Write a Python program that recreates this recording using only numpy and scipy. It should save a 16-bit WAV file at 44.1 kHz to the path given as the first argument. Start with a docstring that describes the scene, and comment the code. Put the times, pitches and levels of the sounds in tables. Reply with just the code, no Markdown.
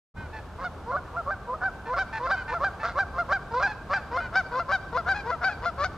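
"""A low rumble, a steady wash and a distant motor's wavering hum, all shaped noise or tone, fade in.
A bird puts in nasal calls, two voices chopping one air stream; then two geese fly over, honking in turn.
Each honk, one goose lower than the other, opens low, breaks with a rattle and leaps to a drooping top note.
Midway comes one hoarse squawk; meanwhile the birds cross from right to left.
Leaves smear every call and trees return it as a faint tail, both made by convolution with shaped noise."""
import sys
import numpy as np
from scipy import signal
from scipy.fft import rfft, irfft, next_fast_len
from scipy.io import wavfile
from scipy.ndimage import map_coordinates

SR = 44100
rng = np.random.default_rng(int(sys.argv[2]) if len(sys.argv) > 2 else 0)


def dump(signal):
    """Clip the signal to [-1, 1] and save it as 16-bit WAV at the path in sys.argv[1]."""
    limited = np.clip(np.atleast_2d(signal).T, -1, 1)
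    pcm = np.round(limited * 32767).astype(np.int16)
    wavfile.write(sys.argv[1], SR, pcm)


N = 263277
TIME = np.arange(N) / SR

# Relative spectrum of the outdoor noise: (f/Hz, level/dB)
AIR_SPECTRUM = [(15, -40), (25, -10.5), (45, 1.5), (80, 0.5), (130, -3), (200, -7.5), (320, -11),
                (600, -9.5), (900, -10.5), (1550, -16), (1900, -26.5), (4000, -34), (8000, -42.5),
                (15000, -52.5)]
# Stereo difference of diffuse noise: (f/Hz, side-minus-mid level/dB)
SIDE_SPECTRUM = [(30, -11.5), (70, -34.5), (150, -14.5), (400, -10), (1200, -19.5), (3000, -1), (8000, -5),
                 (15000, -14)]
# Rumble, before trim and gusts: (t/s, level/dB)
RUMBLE_LEVEL = [(0.2, -38.5), (0.37, -43.5), (5.61, -42.5), (5.95, -40)]
# Motor hum, before its wavering: (t/s, level/dB)
HUM_LEVEL = [(0, -42), (2, -61.5), (4.3, -58.5), (4.9, -51.5), (5.97, -46.5)]
# Opening of the sound: (silent until t/s, full from t/s)
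FADE_IN_TIMES = (0.14, 0.18)
# Relative spectrum returned by the trees: (f/Hz, level/dB)
TREE_SPECTRUM = [(200, -6.5), (600, -6), (1200, -1.5), (1570, -2.5), (1800, -5.5), (4500, -4.5),
                 (9000, -10)]
# Spectrum scattered by nearby leaves: (f/Hz, level/dB)
LEAF_SPECTRUM = [(500, -41.5), (1600, -26.5), (2500, -13.5), (4500, -7.5), (9000, -6)]
# Bearing of the birds: (t/s, left-minus-right level/dB)
FLIGHT_PATH = [(.6, -1.1), (2.0, -0.5), (3.6, -0.5), (4.7, 2.5), (5.8, 3.5)]
# Two-voiced calls: (start t/s, end t/s, lower voice at crest f/Hz, upper voice at crest f/Hz,
# crest level/dB before flutter)
NASAL_CALL_TABLE = [ (.158, 0.285, 935, 1534, -42.5), (0.324, 0.418, 879, 1540, -40),
                    (1.039, 1.105, 880, 1530, -58), (1.852, 1.923, 891, 1520, -41.5),
                    (2.125, 2.209, 892, 1550, -32.5), (2.352, 2.441, 950, 1542, -33.5),
                    (2.475, 2.566, 898, 1510, -34.5), (2.794, 2.861, 878, 1383, -37.5),
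                    (3.655, 3.747, 860, 1540, -34), (3.938, 4.022, 877, 1464, -38),
                    (4.198, 4.291, 938, 1509, -34), (5.141, 5.233, 830, 1360, -34),
                    (5.480, 5.55, 842, 1590, -35.5)]
# Throat resonances of the nasal caller: (f/Hz, level/dB)
NASAL_THROAT_SPECTRUM = [(300, -23.5), (850, -3.5), (1300, 6.5), (1700, 0), (1950, 5.5), (2450, -3),
                         (3200, -13), (4300, -5.5), (5200, -10.5), (7000, -15.5), (11000, -37)]
# Honks: (start t/s, register break t/s, end t/s, opening f/Hz, top-note crest f/Hz,
# base level/dB before effort and throat, rasp of the low note: 0 clear, 1 and above hoarse)
HONK_TABLE = [ (.585, 0.644, .682, 499, 734, -25, 1.14), (.860, 0.92, .950, 446.5, 711, -27.5, 0.14),
              (.924, 0.967, .996, 534.4, 749, -24.5, .25), (1.130, 1.165, 1.218, 452.3, 694, -27.5, .95),
              (1.260, 1.308, 1.348, 534.5, 791, -24, 0.41), (1.472, 1.542, 1.565, 473.6, 650, -25.5, 0.1),
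              (1.61, 1.636, 1.695, 727, 774.4, -23.5, 0.78), (1.862, 1.94, 1.975, 458.3, 702, -25.5, 0.11),
              (1.959, 1.986, 2.038, 526, 775, -22.5, .8), (2.195, 2.27, 2.300, 473, 697, -24.5, 0.28),
              (2.285, 2.311, 2.360, 524.3, 783, -22, 0.53), (2.495, 2.541, 2.585, 451, 697, -25, 0.22),
              (2.601, 2.643, 2.692, 522, 792, -21, 0.4), (2.952, 2.989, 3.040, 520.4, 789, -21.5, .35),
              (3.135, 3.184, 3.233, 491.6, 704, -23, 1.38), (3.286, 3.323, 3.378, 522, 791, -22.5, .4),
              (3.512, 3.604, 3.630, 455.2, 713, -23, 0.041), (3.598, 3.627, 3.680, 536.5, 805.6, -19, 1.2),
              (3.896, 3.936, 3.985, 534.8, 795.6, -20.5, 0.55), (4.11, 4.174, 4.215, 462, 710, -24, 0.26),
              (4.323, 4.355, 4.415, 665, 774, -19.5, 2.06), (4.513, 4.596, 4.630, 471.7, 697, -23.5, 0.23),
              (4.683, 4.719, 4.770, 523, 786.4, -20.5, 0.64), (4.924, 4.974, 5.015, 457.3, 693, -23, 0.2),
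              (5.059, 5.088, 5.145, 709, 786, -21, 0.76), (5.241, 5.314, 5.360, 439.3, 680.5, -24.5, 0.16),
              (5.411, 5.442, 5.502, 694.4, 775, -21, 1.07), (5.612, 5.655, 5.708, 452.7, 695, -24.5, 1.04),
              (5.781, 5.845, 5.875, 539.6, 759, -21, .4)]
# Windpipe and beak resonances of a goose: (f/Hz, level/dB)
GOOSE_THROAT_SPECTRUM = [(330, -15), (480, -7.5), (700, -1.5), (820, -9.5), (1020, 0.5), (1350, 3.5),
                         (1620, 0.5), (1760, -3), (2080, -4.5), (2400, -10), (3050, -17.5), (3600, -14.5),
                         (4700, -14), (5600, -21.5), (7000, -30.5), (11000, -56)]
# Base treble of a honk by the time of its break: (t/s, level/dB)
OVERTONE_LEVEL = [(.64, 3), (.95, -9), (1.92, -9.5), (1.99, 5.5), (2.55, -2.5), (3.3, -1.5), (4.4, 3),
                  (5.35, 1.5), (5.7, 7)]

TOP_HZ = 15300  # upper band limit
# Lag of the left ear behind the right
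LAG_AHEAD_SAMPLES, LAG_SAMPLES_PER_DB = .7, -.7
# Two voices: equal at this lower pitch; the upper gains as the lower is forced up
EVEN_VOICES_HZ, TAKEOVER_DB_PER_HZ = 898.4, 0.28
# Hoarse squawk
SQUAWK_START_S, SQUAWK_END_S, SQUAWK_HZ, SQUAWK_DB = 2.828, 2.93, 699, -26.5
# Honk pitch: the low note climbs part of the way; the longer the top note, the further it droops
LOW_CLIMB_SHARE, LEAP_S, DROOP_S, DROOP_SHARE_PER_S, TOP_CLIMB = .235, 0.0063, 0.0335, 2.5, .45
# Honk loudness: rasp weakens the low note
RASP_COST_DB, SWELL_DB, SAG_DB, ATTACK_S, RELEASE_S = -6.5, 9, 11.5, .014, 0.012
SWELL_PEAK = 0.88  # share of the low note at which it is loudest
# Push: a higher top note is louder and brighter, a longer one louder
USUAL_TOP_HZ, USUAL_TOP_S = 750, .046
TOP_NOTE_DB, PUSH_DB_PER_HZ, PUSH_DB_PER_S, BRIGHT_DB_PER_HZ = -2.5, 0.0138, 85.5, 0.0392
# Roughness: a rattle at the break dies away, leaving the top note almost clear
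BREAK_S, BREAK_RASP, SETTLE_S, SETTLE_RASP, TOP_RASP = 0.0061, 0.58, 0.0096, 0.21, 0.045


def undb(db):
    """Amplitude gain is the exponential of a level in decibels."""
    return np.exp(np.asarray(db) * np.log(10) / 20)


def unit(x):
    """Normalisation divides a signal by its rms value."""
    return x / np.sqrt(np.mean(x ** 2) + 1e-18)


def curve(table):
    """Linear interpolation gives a tabulated quantity at every sample."""
    return np.interp(TIME, *np.transpose(table))


def shape(points, hz):
    """A spectrum in decibels is interpolated over logarithmic frequency, then turned into gain."""
    f, db = np.transpose(points)
    return undb(np.interp(np.log(hz + 1), np.log(f), db))


def colour(x, points):
    """Linear filtering multiplies the Fourier spectrum by a gain curve."""
    size = next_fast_len(x.shape[-1])
    hz = np.arange(size // 2 + 1) * SR / size
    return irfft(rfft(x, size) * shape(points, hz), size)[..., :x.shape[-1]]


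def walk(rate, size):
    """Random wander of spread near 1 joins `rate` Gaussian values a second by straight lines."""
    steps = rng.standard_normal(1024)
    return 1.2 * np.interp(np.arange(size) * rate / SR, np.arange(len(steps)), steps)


def smooth(u):
    """A squared sine gives an S-shaped step from 0 to 1."""
    return np.sin(np.pi / 2 * np.clip(u, 0, 1)) ** 2


def phase_of(hz):
    """Phase is the running integral of instantaneous frequency."""
    return 2 * np.pi * np.cumsum(hz) / SR


def add(out, start, sound):
    """Superposition sums a sound into the mixture at its start time."""
    i = max(int(start * SR), 0)
    out[i:i + len(sound)] += sound[:max(len(out) - i, 0)]


def stereo_noise(size):
    """Mid and side noises fix the likeness of the channels, which differ most in the treble."""
    mid, side = rng.standard_normal((2, size))
    return mid + colour(side, SIDE_SPECTRUM) * np.array([[1], [-1]])


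def motor_hum(hum_hz=78.9):
    """A distant motor is a sinusoid whose frequency and level waver."""
    tone = np.sqrt(2) * np.sin(phase_of(hum_hz * (1 + 0.012 * walk(4.9, N))))
    return tone * undb(curve(HUM_LEVEL) + 2 * walk(5.5, N))


def background(rumble_db=-0.6, gust_db=0.26, split_hz=300, wash_db=-46):
    """Broadband noise divides into a gusty rumble and a far-off wash, over which lies a hum."""
    air = colour(stereo_noise(N), AIR_SPECTRUM)
    low = signal.sosfiltfilt(signal.butter(2, split_hz, fs=SR, output="sos"), air)
    rumble = unit(low) * undb(curve(RUMBLE_LEVEL) + rumble_db + gust_db * walk(6, N))
    wash = unit(air - low) * undb(wash_db + 0.47 * walk(9.7, N))
    return rumble + wash + motor_hum()


def tree_echo(calls, t60_s=1.13, build_s=0.043, wet_db=-20.0, patchy_db=4):
    """Multiple scattering by trunks and crowns gives an uneven, exponentially decaying tail."""
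    t = TIME[:SR]
    tail = smooth(t / build_s) * undb(-60 * t / t60_s + patchy_db * walk(45.3, len(t)))
    reply = unit(colour(stereo_noise(len(t)) * tail, TREE_SPECTRUM)) / np.sqrt(len(t))
    return undb(wet_db) * signal.fftconvolve(calls[None], reply, axes=1)[:, :N]


def leaf_scatter(calls, t60_s=.1):
    """Short-path scattering by foliage smears mainly the treble, differently for each ear."""
    t = TIME[:4096]
    reply = unit(rng.standard_normal((2, len(t))) * undb(-60 * t / t60_s)) / np.sqrt(len(t))
    return signal.oaconvolve(calls[None], colour(reply, LEAF_SPECTRUM), axes=1)[:, :N]


def fly_past(calls):
    """Bearing, moving from right to left, sets the level and arrival time at each ear."""
    pan_db = curve(FLIGHT_PATH)
    lag = LAG_AHEAD_SAMPLES + LAG_SAMPLES_PER_DB * pan_db
    ears = []
    for ear in (1, -1):  # left, right
        delayed = map_coordinates(calls, [np.arange(N) - ear * lag / 2], order=3)
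        ears.append(undb(ear * pan_db / 2) * delayed)
    return np.array(ears)


def nasal_bird(droop=0.092, crest=.3, jitter=0.011, lower_drive=3.2, upper_drive=2.12,
               attack_s=0.0083, release_s=0.028, hiss_db=-11, flutter_db=2, sag_db=6.0):
    """Two sides of a syrinx chop one air stream nonlinearly, so sum and difference tones arise."""
    out = np.zeros(N)
    for start, end, lower_hz, upper_hz, db in NASAL_CALL_TABLE:
        t = np.arange(0, end - start, 1 / SR)
        size = len(t)
        slack = ((t / t[-1] - crest) / (1 - crest)) ** 2  # pitch and level sag together
        bend = 1 - droop * slack
        lower = np.cos(phase_of(lower_hz * bend * (1 + jitter * walk(600, size))))
        upper = np.cos(phase_of(upper_hz * bend * (1 + jitter * walk(600, size))))
        upper_share = 1 / (1 + undb(TAKEOVER_DB_PER_HZ * (EVEN_VOICES_HZ - lower_hz)))
        lower_block = (lower_drive * (1 - upper_share)) ** 2 * 2 * (1 - lower)
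        upper_block = (upper_drive * upper_share) ** 2 * (1 - upper)
        flow = 1 / (1 + lower_block + upper_block)
        hiss = undb(hiss_db) * rng.standard_normal(SR // 4)[:size]
        source = unit(flow - flow.mean()) + hiss
        gate = smooth(t / attack_s) * smooth((t[-1] - t) / release_s)
        loudness = undb(db - sag_db * slack + flutter_db * walk(250, size)) * gate
        add(out, start, loudness * unit(colour(source, NASAL_THROAT_SPECTRUM)))
    return out


def syrinx(hz, rasp, throb_cycles, treble_db, jitter=0.0051, rasp_jitter=0.0312,
           overtones_db=-14.0, third_db=2, hiss_db=-11.0, shimmer_db=3.5, skew=0.248, blur=0.21,
           rasp_blur=0.35, throb_wander=.12, quaver_db=1.3):
    """Two strong harmonics, shimmering overtones and hiss are modulated subharmonically by rasp."""
    size = len(hz)
    hz = hz * (1 + jitter * walk(273, size) + rasp_jitter * rasp * walk(609.7, size))
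    phase = phase_of(hz)
    depth = np.tanh(rasp)
    throb_hz = hz / throb_cycles * (1 + throb_wander * walk(197, size))
    throb = (1 + depth * np.cos(phase_of(throb_hz))) / np.sqrt(1 + depth ** 2 / 2)
    voice = np.cos(phase) + np.sin(2 * phase)
    for k in range(3, 17):
        db = overtones_db + third_db * (k == 3) + treble_db * min(k / 4, 1)
        db = db + shimmer_db * walk(137.7, size)
        wander = (blur + rasp_blur * depth) * walk(180, size)
        voice = voice + undb(db) * np.cos(k * phase + skew * k ** 2 + wander)
    # air noise pulses with the fundamental
    hiss = rng.standard_normal(SR // 4)[:size] * (1 + np.cos(phase))
    hiss = hiss * (.5 + rasp) * undb(hiss_db + treble_db)
    return (voice + hiss) * throb * undb(quaver_db * walk(113, size))


def squawk(rasp=1.6, scoop=0.16, scoop_s=0.012, fade_db_per_s=210, bright_db=0.5,
           brighten_db_per_s=110, edge_s=0.0069):
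    """Strong subharmonic modulation makes a call hoarse as it scoops up, brightens and fades."""
    t = np.arange(0, SQUAWK_END_S - SQUAWK_START_S, 1 / SR)
    hz = SQUAWK_HZ * (1 - scoop * np.exp(-(t / scoop_s) ** 2 / 2))
    gate = smooth(t / edge_s) * smooth((t[-1] - t) / edge_s)
    loudness = undb(SQUAWK_DB - fade_db_per_s * t ** 2 / t[-1])
    return syrinx(hz, rasp, 3.3, bright_db + brighten_db_per_s * t) * gate * loudness


def honk(start, snap, end, open_hz, top_hz, db, low_rasp, break_bright_db=3, low_dull_db=4,
         effort_bright=0.48, clearing=0.7, onset_rasp=0.25):
    """A register break joins a rising low note to an arched top note through a brief rattle."""
    t = np.arange(start - ATTACK_S / 2, end + RELEASE_S / 2, 1 / SR)
    top_s = end - snap
    upper = smooth((t - snap) / LEAP_S + .5)  # 0 in the low register, 1 in the high one
    lower = 1 - upper
    along = np.clip((t - start) / (snap - start), 0, 1)  # 0 at the start, 1 at the break
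    rise = smooth(along / .9)
    arch = (t - end) / DROOP_S + 1  # 0 at the crest of the top note, 1 at its end

    low_pitch = open_hz + LOW_CLIMB_SHARE * (top_hz - open_hz) * rise
    bow = np.minimum(np.abs(arch) ** 2.4, 2) * np.where(arch < 0, TOP_CLIMB, 1)
    top_pitch = top_hz * (1 - DROOP_SHARE_PER_S * top_s * bow)
    pitch = low_pitch * lower + top_pitch * upper

    breaking = np.exp(-.5 * ((t - snap + 0.0024) / BREAK_S) ** 2)
    opening_rasp = low_rasp * (1.2 - clearing * rise) + onset_rasp * (1 - rise)
    top_rasp = TOP_RASP + SETTLE_RASP * np.exp(-np.abs(t - snap) / SETTLE_S)
    rasp = opening_rasp * lower + top_rasp * upper + BREAK_RASP * breaking

    swell_db = -SWELL_DB * (1 - along / SWELL_PEAK) ** 2
    sag_db = -SAG_DB * np.clip(arch, 0, 2) ** 2
    effort_db = swell_db * lower + sag_db * upper
    extra_hz = top_hz - USUAL_TOP_HZ
    push_db = TOP_NOTE_DB + PUSH_DB_PER_HZ * extra_hz + PUSH_DB_PER_S * (top_s - USUAL_TOP_S)
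    bright_db = np.interp(snap, *np.transpose(OVERTONE_LEVEL)) + BRIGHT_DB_PER_HZ * extra_hz
    treble_db = bright_db + effort_bright * effort_db + break_bright_db * breaking - low_dull_db * lower

    # the membranes throb every third cycle of the low note and every fourth of the top note
    throb_cycles = 3 + upper
    gate = smooth((t - t[0]) / ATTACK_S) * smooth((t[-1] - t) / RELEASE_S)
    loudness = undb(db + RASP_COST_DB * low_rasp * lower + push_db * upper + effort_db)
    return t[0], syrinx(pitch, rasp, throb_cycles, treble_db) * gate * loudness


def geese(geese_db=.5):
    """Source and filter: the pair's syrinx sounds pass through the resonances of windpipe and beak."""
    out = np.zeros(N)
    for row in HONK_TABLE:
        add(out, *honk(*row))
    add(out, SQUAWK_START_S, squawk())
    return undb(geese_db) * colour(out, GOOSE_THROAT_SPECTRUM)


def scene():
    """Direct, scattered and echoed calls superpose on the open air."""
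    calls = geese() + nasal_bird()
    return fly_past(calls) + leaf_scatter(calls) + tree_echo(calls) + background()


def record(dry):
    """A quick fade-in precedes an elliptic low-pass filter that limits the band."""
    faded = dry * np.interp(TIME, FADE_IN_TIMES, (0, 1))
    return signal.sosfilt(signal.ellip(8, .2, 70, TOP_HZ, fs=SR, output="sos"), faded)


dry = scene()
out = record(dry)
dump(out)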